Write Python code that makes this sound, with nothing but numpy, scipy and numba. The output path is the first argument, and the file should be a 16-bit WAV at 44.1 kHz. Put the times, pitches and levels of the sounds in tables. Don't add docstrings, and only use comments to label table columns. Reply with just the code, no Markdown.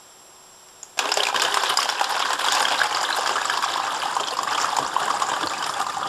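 import sys
import numpy as np
from scipy import signal
from scipy.fft import rfft, irfft
from scipy.io import wavfile
from numba import njit

SR = 44100
rng = np.random.default_rng(int(sys.argv[2]) if len(sys.argv) > 2 else 0)


def waveform_to_disk(signal):
    frames = np.transpose(np.atleast_2d(signal))
    scaled = np.clip(frames, -1, 1) * 32767
    samples = np.round(scaled).astype(np.int16)
    wavfile.write(sys.argv[1], SR, samples)


N = 268128

# f/Hz, level per Hz/dB
ROOM_SPECTRUM = [(25, -13), (60, -16.5), (150, -9.5), (250, -11.5), (370, -8.5), (900, -3), (1300, -6.5),
                 (2100, -16), (3400, -11), (4500, -17.5), (5600, -5.5), (6400, -20.5), (7600, -12.5),
                 (8600, -21), (9700, -16), (11200, -15), (12400, -21), (13200, -31)]
ROOM_DB = -49.5
# f/Hz, rms level/dB
FAINT_TONES = [(371.4, -65), (7881, -73), (11186, -76)]
WHINE_HZ, WHINE_DB, WARBLE_HZ, WARBLE_RAD, WARBLE_DEPTH = 7560, -53.5, 30, .68, .22

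# t/s, slap level/dB, big bubble f/Hz, big bubble level/dB, small bubble f/Hz, small bubble level/dB
LOUD_SLUGS = [(0.686, -30, 676, -52, 7570, -44), (0.83, -27, 748, -46, 6720, -17.5),
              (0.972, -23, 689, -32, 3180, -37), (0.978, -17, 690, -24.5, 3080, -29),
              (0.99, 4, 1080, -13, 2590, -9), (1.044, -19, 580, -21, 2690, -31),
              (1.055, -9, 610, -20, 2840, -31), (1.09, -11, 804, -22, 2640, -19.5),
              (1.118, 1.5, 790, -26, 5000, -5.5), (1.14, -9, 850, -24, 7000, -10),
              (1.172, -1.5, 590, -15, 2920, -19), (1.203, -12, 589, -17, 3000, -7),
              (1.233, -1.5, 1280, -22, 3700, -5), (1.252, -9, 770, -25, 2550, -15),
              (1.268, -5.5, 800, -20, 2385, -9), (1.286, -9, 890, -14.5, 3150, -24),
              (1.327, -23, 730, -19.5, 2940, -23), (1.344, -8, 1000, -13, 2660, -16),
              (1.361, -2, 1880, -20, 3010, -12), (1.397, -6, 1550, -24, 2460, -14),
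              (1.419, 0, 1040, -23, 7600, -12.5), (1.449, -4, 1020, -19, 2980, -10),
              (1.512, -18, 1010, -25, 4830, -27), (1.542, -1.5, 1780, -15, 4840, -15),
              (1.571, -4, 1030, -7.5, 2800, -18), (1.635, -3, 877, -13, 5100, -31),
              (1.666, -7, 1020, -20, 4940, -29), (1.701, -5, 1540, -10, 3160, -13.5),
              (1.772, -5, 845, -18, 4860, -5), (1.788, -25, 1060, -10.5, 2740, -19),
              (1.828, -2, 1090, -26, 3090, -14.5), (1.89, -0.5, 1380, -17, 3300, -11),
              (1.898, -8, 840, -19, 5500, -10), (1.924, -9, 780, -25, 3000, -22),
              (1.995, -8, 1680, -19, 3280, -22.5), (2.011, -5, 875, -8.5, 2680, -17),
              (2.042, -2, 850, -26, 3930, -14), (2.202, -7, 991, -12, 3310, -17),
              (2.255, -5, 1050, -17.5, 3140, -23), (2.305, -8, 890, -16, 3060, -21),
              (2.331, -6, 800, -29, 3220, -18), (2.392, -6.5, 1040, -17, 3390, -18),
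              (2.462, -5, 1150, -15, 3160, -17), (2.484, -4, 1370, -11, 3210, -8),
              (2.521, 1, 1060, -24, 3230, -17), (2.549, -6, 824, -17, 3780, -22),
              (2.572, -13, 1040, -15, 3380, -22), (2.626, -4, 1580, -17, 4950, -14.5),
              (2.652, -8, 1640, -11, 3130, -9), (2.683, -3, 1210, -9, 3220, -14),
              (2.713, -7, 756, -13.5, 3160, -19), (2.756, -7.5, 860, -16, 3290, -30),
              (2.802, -19, 1530, -12, 3060, -29), (2.816, -17, 1480, -3.5, 2670, -30),
              (2.926, -8, 755, -28, 3030, -18), (2.97, -3, 1200, -16, 5450, -23),
              (3.03, -11, 988, -21, 2840, -24), (3.04, -20, 1550, -13, 3030, -29),
              (3.107, -27, 1570, -14, 2930, -27), (3.127, -9, 1150, -21, 3960, -9.5),
              (3.146, -17, 1160, -23, 4030, -15), (3.176, -12, 1060, -16, 5010, -21),
              (3.186, -12, 790, -13, 4950, -24), (3.26, -7, 1570, -15, 4970, -30),
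              (3.274, 1, 1100, -22, 4960, -25), (3.293, -5.5, 1070, -12.5, 3300, -27),
              (3.356, -10, 1220, -12, 3370, -28), (3.381, -19, 1530, -12, 3340, -31),
              (3.454, -13, 1110, -16, 7420, -15), (3.498, -6, 1590, -8, 3030, -18),
              (3.537, -7, 1030, -19, 2820, -19), (3.574, -23, 1020, -15, 3600, -22),
              (3.625, -3, 1520, -17.5, 3760, -20), (3.639, -10, 1140, -12, 2500, -15),
              (3.66, -22, 780, -17.5, 3020, -23), (3.759, -26, 916, -12, 3380, -33),
              (3.8, -18, 1000, -13.5, 5000, -29), (3.917, -18, 1110, -13.5, 2900, -30),
              (3.975, -18, 985, -18, 2930, -29), (4.0, -23, 1550, -23, 4650, -17),
              (4.166, -7, 980, -9, 6760, -33), (4.199, -7, 1160, -11, 3100, -18),
              (4.283, -5, 1010, -32, 3100, -17), (4.308, -18, 727, -21, 4220, -15.5),
              (4.337, -20, 1010, -21, 3620, -30), (4.369, -14, 1010, -20, 4770, -21),
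              (4.389, -5, 1040, -11.5, 4800, -25), (4.431, -5, 1030, -13.5, 7000, -25.5),
              (4.474, -9, 1120, -10, 2800, -31), (4.55, -22, 1010, -17, 3130, -14),
              (4.581, -4, 1160, -12, 5130, -32), (4.614, -10, 1010, -21, 5350, -13.5),
              (4.644, -17, 1180, -10, 2440, -23), (4.728, -17, 786, -14.5, 3390, -28),
              (4.766, 1.5, 900, -15, 6740, -21), (4.786, -3, 886, -8.5, 3250, -22),
              (4.827, -8, 1030, -15, 3490, -23), (4.864, -16, 1000, -24, 5500, -21),
              (4.964, -24, 985, -7, 3000, -27), (5.037, -29, 970, -22, 2970, -33),
              (5.081, -24, 970, -17, 3020, -27), (5.103, -5.5, 1080, -8.5, 3100, -25),
              (5.14, -10, 790, -14.5, 4460, -29), (5.168, -15, 1110, -16, 4700, -28),
              (5.22, -4, 1000, -16, 3630, -26), (5.286, -16, 715, -23, 7300, -29),
              (5.37, -22, 727, -19, 3000, -39), (5.41, -8, 1040, -15.5, 3000, -42),
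              (5.471, -3, 990, -15, 4400, -12.5), (5.535, -13, 1220, -26, 2450, -19),
              (5.594, -17, 1020, -38, 3000, -23), (5.625, -5, 1320, -18, 3000, -18),
              (5.695, -10, 1160, -15, 5200, -24), (5.738, -7, 1010, -30, 3370, -19),
              (5.814, -8, 1220, -19, 3680, -20), (5.866, -15, 980, -14, 4340, -23),
              (5.895, -16, 1220, -22, 5400, -32), (6.028, -30, 1250, -14, 7560, -40)]
# f/Hz, level per Hz/dB
SLAP_SPECTRUM = [(300, -12.5), (1000, 2.5), (2500, 0), (5000, 0), (8000, -9.5), (13500, -25)]
FIZZ_HZ, FIZZ_SCATTER_DB = 6800, 5.5

# f/Hz, width/Hz, added level when empty/dB, added level at the last fill/dB
BOTTLE_RESONANCES = [(85, 13, -3, -3), (133, 30.5, 3.5, 15), (270, 31, -7, 3.5), (407, 27, 12, -19),
                     (510, 49, 0, -10), (786.5, 95, -3, -1), (1030, 86, -3, -13), (1192, 45, -41, 4),
                     (1610, 224, 4, -1.5), (4930, 460, -14, -4), (7230, 1560, -11.5, 9)]

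# t/s, splash level/dB
STREAM_LEVEL = [(1.0, -29.5), (1.2, -25.5), (1.37, -25), (1.6, -24.5), (1.95, -26.5), (2.3, -24.5),
                (2.55, -20.5), (2.8, -24), (3.0, -24), (3.45, -24), (3.75, -25.5), (4.05, -24.5),
                (4.3, -28), (4.55, -24.5), (4.9, -26), (5.1, -23), (5.45, -25), (5.75, -26), (6.08, -27.5)]
# t/s, length/s, level change/dB
STREAM_BREAKS = [(1.132, .04, -14), (1.257, 0.047, -8), (1.323, 0.035, -18), (1.756, 0.02, -10),
                 (1.874, 0.014, -9), (2.373, 0.023, -9), (2.894, 0.045, -3.5), (3.598, 0.017, -8),
                 (4.364, 0.024, -10.5), (5.188, 0.015, -4.5), (5.479, 0.024, -8), (5.853, 0.05, -6.5),
                 (5.914, 0.015, -5.5)]
# f/Hz, level per Hz/dB
BUBBLE_SPECTRUM = [(60, -15), (130, -39.5), (300, -2), (600, 0), (1000, 9.5), (1600, -0.5), (2400, -6.5),
                   (3500, -3), (5000, -10.5), (7000, -17.5), (10000, -20), (14000, -35)]
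# t/s, level added to the large bubbles/dB
AIR_GLUGS = [(1.05, -3), (1.19, 3.5), (1.35, 10), (1.44, 7.5), (2.03, -5), (2.62, 4.5), (3.18, 1), (3.3, 9),
             (3.55, 3), (3.75, 1), (4.2, 10.5), (4.41, 9.5), (4.8, 14.5), (5.43, 9.5), (5.7, 3), (6.04, 3)]
GLUG_S = 0.046
POUR_S = 0.99
SPRAY_DB, HOLLOW_DB, GURGLE_DB = (5, -3.5), (-1, 0.5), (4, 19.5)
BARE_DB, COVERED_S = 7.5, 0.53

# dB above the splash for slap, big and small bubble; then the scatter
LESSER_DB, LESSER_SCATTER_DB = (9.5, 3.5, -2.5), 3
BIG_HZ, BIG_SPREAD, SMALL_HZ, SMALL_SPREAD = 1000, 0.193, 2776, .3
LESSER_FROM_S = 1.35

TOP_HZ, CEILING = 13750, .85


def undb(db):
    return 10 ** (np.asarray(db) / 20)


def level(x, db):
    return x * undb(db) / np.sqrt(np.mean(x ** 2))


def column(table, k):
    return np.array(table, float)[:, k]


def lookup(table, hz):
    return np.interp(np.log(hz), np.log(column(table, 0)), column(table, 1))


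def coloured(table):
    f = np.arange(N // 2 + 1) * SR / N + 1
    return level(irfft(rfft(rng.standard_normal(N)) * undb(lookup(table, f)), N), 0)


def highpass(x, order, hz):
    return signal.sosfilt(signal.butter(order, hz, "high", fs=SR, output="sos"), x)


def fade(x, seconds):
    return signal.lfilter([1], [1, -np.exp(-1 / (seconds * SR))], x)


def bumps(t, at, width_s, db):
    return sum(d * np.exp(-(2 * (t - a) / w) ** 2) for a, w, d in np.broadcast(at, width_s, db))


def filling(t, ends):
    return np.interp(t, [POUR_S, N / SR], ends)


def splash_db(t):
    steady_db = np.interp(t, column(STREAM_LEVEL, 0), column(STREAM_LEVEL, 1))
    return steady_db + bumps(t, *np.array(STREAM_BREAKS).T)


def background():
    t = np.arange(N) / SR
    tones = sum(undb(db) * np.sin(2 * np.pi * (hz * t + rng.random())) for hz, db in FAINT_TONES)
    turn = 2 * np.pi * WARBLE_HZ * t
    whine = np.sin(2 * np.pi * WHINE_HZ * t + WARBLE_RAD * np.sin(turn))
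    whine = whine * (1 + WARBLE_DEPTH * np.cos(turn))
    return undb(ROOM_DB) * coloured(ROOM_SPECTRUM) + np.sqrt(2) * (tones + undb(WHINE_DB) * whine)


@njit
def ring(n, start, hz, cycles, size, glide, swell):
    y = np.zeros(n)
    for k in range(len(start)):
        w = 2 * np.pi * hz[k] / SR
        fall = hz[k] / (cycles[k] * SR)
        z = size[k] + 0j
        step = np.exp(1j * w - fall)
        bend = np.exp(1j * w * glide[k] * fall)
        shut, opening = 1., np.exp(-hz[k] / (swell[k] * SR))
        for i in range(start[k], min(n, start[k] + int(5 / fall))):
            y[i] += z.imag * (1 - shut)
            shut *= opening
            z *= step
            step *= bend
    return y


def resonance(x, hz, width_hz):
    return signal.lfilter(*signal.iirpeak(hz, hz / width_hz, SR), x)


def droplet_burst(blows):
    return np.maximum(fade(blows, 0.0031) + 0.15 * fade(blows, 0.019) - 2.0 * fade(blows, 0.00039), 0)


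def slap(blows):
    drops = coloured(SLAP_SPECTRUM)
    coarse = signal.sosfiltfilt(signal.butter(2, FIZZ_HZ, fs=SR, output="sos"), drops)
    fine_blows = blows * undb(FIZZ_SCATTER_DB * rng.standard_normal(N))
    spatter = droplet_burst(blows) * coarse + droplet_burst(fine_blows) * (drops - coarse)
    crack = resonance(blows, 5500, 8100) * undb(8.5)
    return spatter + crack


def slugs():
    rows = np.repeat(np.vstack([LOUD_SLUGS, lesser_slugs()]), 3, axis=0)
    s, peak_db, big_hz, big_db, small_hz, small_db = rows.T
    chance = rng.standard_normal((len(s), 3)).T
    later = np.arange(len(s)) % 3 > 0
    start = ((s + later * .0028 * np.abs(chance[0])) * SR).astype(np.int64)
    one = np.ones(len(s))
    pool = np.clip((s - 1.3) / 3.6, 0, 1)

    big_hz = big_hz * (1 + later * 0.14 * chance[1])
    big_size = undb(big_db - 2.0 - later * 5.8)
    big = ring(N, start, big_hz, 2.67 + 0.52 * pool, big_size, 0.044 * one, 0.11 + 0.32 * pool)

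    small_hz = small_hz * (1 + later * 0.046 * chance[2])
    small_size = undb(small_db - 4.0 - later * 3.4)
    small = ring(N, start, small_hz, 6.9 + 2.8 * pool, small_size, 0.026 * one, .5 + 1.0 * pool)

    blows = np.zeros(N)
    np.add.at(blows, start[~later], undb(peak_db - 14.5 - 7.7 * pool)[~later])
    return highpass(big + small + slap(blows), 2, 320)


def bottle(pour):
    ringing = sum(undb(np.linspace(empty_db, full_db, N)) * resonance(pour, hz, width_hz)
                  for hz, width_hz, empty_db, full_db in BOTTLE_RESONANCES)
    return highpass(pour + ringing, 4, 72)


def table_echo(x, ms, share):
    f = np.arange(N // 2 + 1) * SR / N
    return irfft(rfft(x) * (1 - share * np.exp(-2j * np.pi * f * ms / 1000)), N)


def walls(x, t60_s, wet_db, gap_s):
    t = np.arange(int(.4 * SR)) / SR
    part = 8192
    wet = np.zeros(N + SR)
    for i in range(0, N, part):
        tail = rng.standard_normal(len(t)) * np.exp(-np.log(1000) * t / t60_s) * (t > gap_s)
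        piece = signal.fftconvolve(x[i:i + part], tail / np.sqrt(np.sum(tail ** 2)))
        wet[i:i + len(piece)] += piece
    return x + undb(wet_db) * wet[:N]


def surges(rate, spread_db, decay_s):
    lumps = (rng.random(N) < rate / SR) * undb(spread_db * rng.standard_normal(N))
    return level(fade(lumps, decay_s) - fade(lumps, 0.0011) + 0.62, 0)


def spray(lumps):
    t = np.arange(N) / SR
    mist = level(highpass(coloured(BUBBLE_SPECTRUM), 2, 1800), -13.5)
    return mist * lumps ** 1.5 * undb(splash_db(t) + filling(t, SPRAY_DB)) * (t > POUR_S)


def stream():
    count = 40000
    at, pitch, long, bend, big = rng.random((count, 5)).T
    at = POUR_S + at * (N / SR - POUR_S)
    hz = 70 * (14000 / 70) ** pitch ** .7
    start = (at * SR).astype(np.int64)

    high = np.clip(np.log2(hz / 1700) / 0.52, 0, 1)
    deep = np.clip(np.log2(260 / hz) / 0.43, 0, 1)
    low = np.clip(np.log2(700 / hz) / 0.18, 0, 1) - deep

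    glug_db = bumps(at, column(AIR_GLUGS, 0), GLUG_S, column(AIR_GLUGS, 1))
    hollow_db = filling(at, HOLLOW_DB) + BARE_DB * np.exp(-(at - POUR_S) / COVERED_S)
    db = splash_db(at) + high * filling(at, SPRAY_DB)
    db = db + low * (hollow_db + glug_db) + deep * (filling(at, GURGLE_DB) + glug_db)
    cycles = 3.2 + (9.0 + 10.0 * high - 6.6 * deep) * long ** 3

    lumps = surges(45, 0.42, 0.0029)
    lump = lumps[start] ** (1.48 + 0.26 * high - 1.7 * deep)
    swarms = np.array([surges(55, 2.5, 0.0099) for _ in range(6)])
    band = np.clip(2 * np.log2(hz / 1400), 0, 5).astype(int)
    lump = lump * swarms[band, start] ** (1.44 * high)

    bubble_db = db + lookup(BUBBLE_SPECTRUM, hz) + 14.08 * big ** 3.17 - 13.5
    size = undb(bubble_db) * lump * hz / 1000 / np.sqrt(cycles)
    return ring(N, start, hz, cycles, size, 0.0986 * bend, 0.29 + 0.44 * bend) + spray(lumps)


def lesser_slugs(count=70):
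    chance = rng.standard_normal((count, 5)).T
    s = LESSER_FROM_S + rng.random(count) * (N / SR - LESSER_FROM_S - .02)
    scatter_db = LESSER_SCATTER_DB * np.tanh(chance[:3])
    slap_db, big_db, small_db = splash_db(s) + np.array(LESSER_DB)[:, None] + scatter_db
    spray_db = filling(s, SPRAY_DB)
    big_hz = BIG_HZ * np.exp(BIG_SPREAD * chance[3])
    small_hz = np.minimum(SMALL_HZ * np.exp(SMALL_SPREAD * chance[4] ** 2), 9000)
    return np.array([s, slap_db + spray_db, big_hz, big_db, small_hz, small_db + spray_db]).T


def scene():
    pour = bottle(slugs() + stream())
    pour = table_echo(pour, ms=0.481, share=0.25)
    pour = walls(pour, t60_s=0.3, wet_db=-11.5, gap_s=0.0032)
    return np.tile(background() + pour, (2, 1))


def record(dry):
    rounded = CEILING * np.tanh(dry / CEILING)
    return signal.sosfilt(signal.ellip(8, .2, 70, TOP_HZ, fs=SR, output="sos"), rounded)


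dry = scene()
out = record(dry)
waveform_to_disk(out)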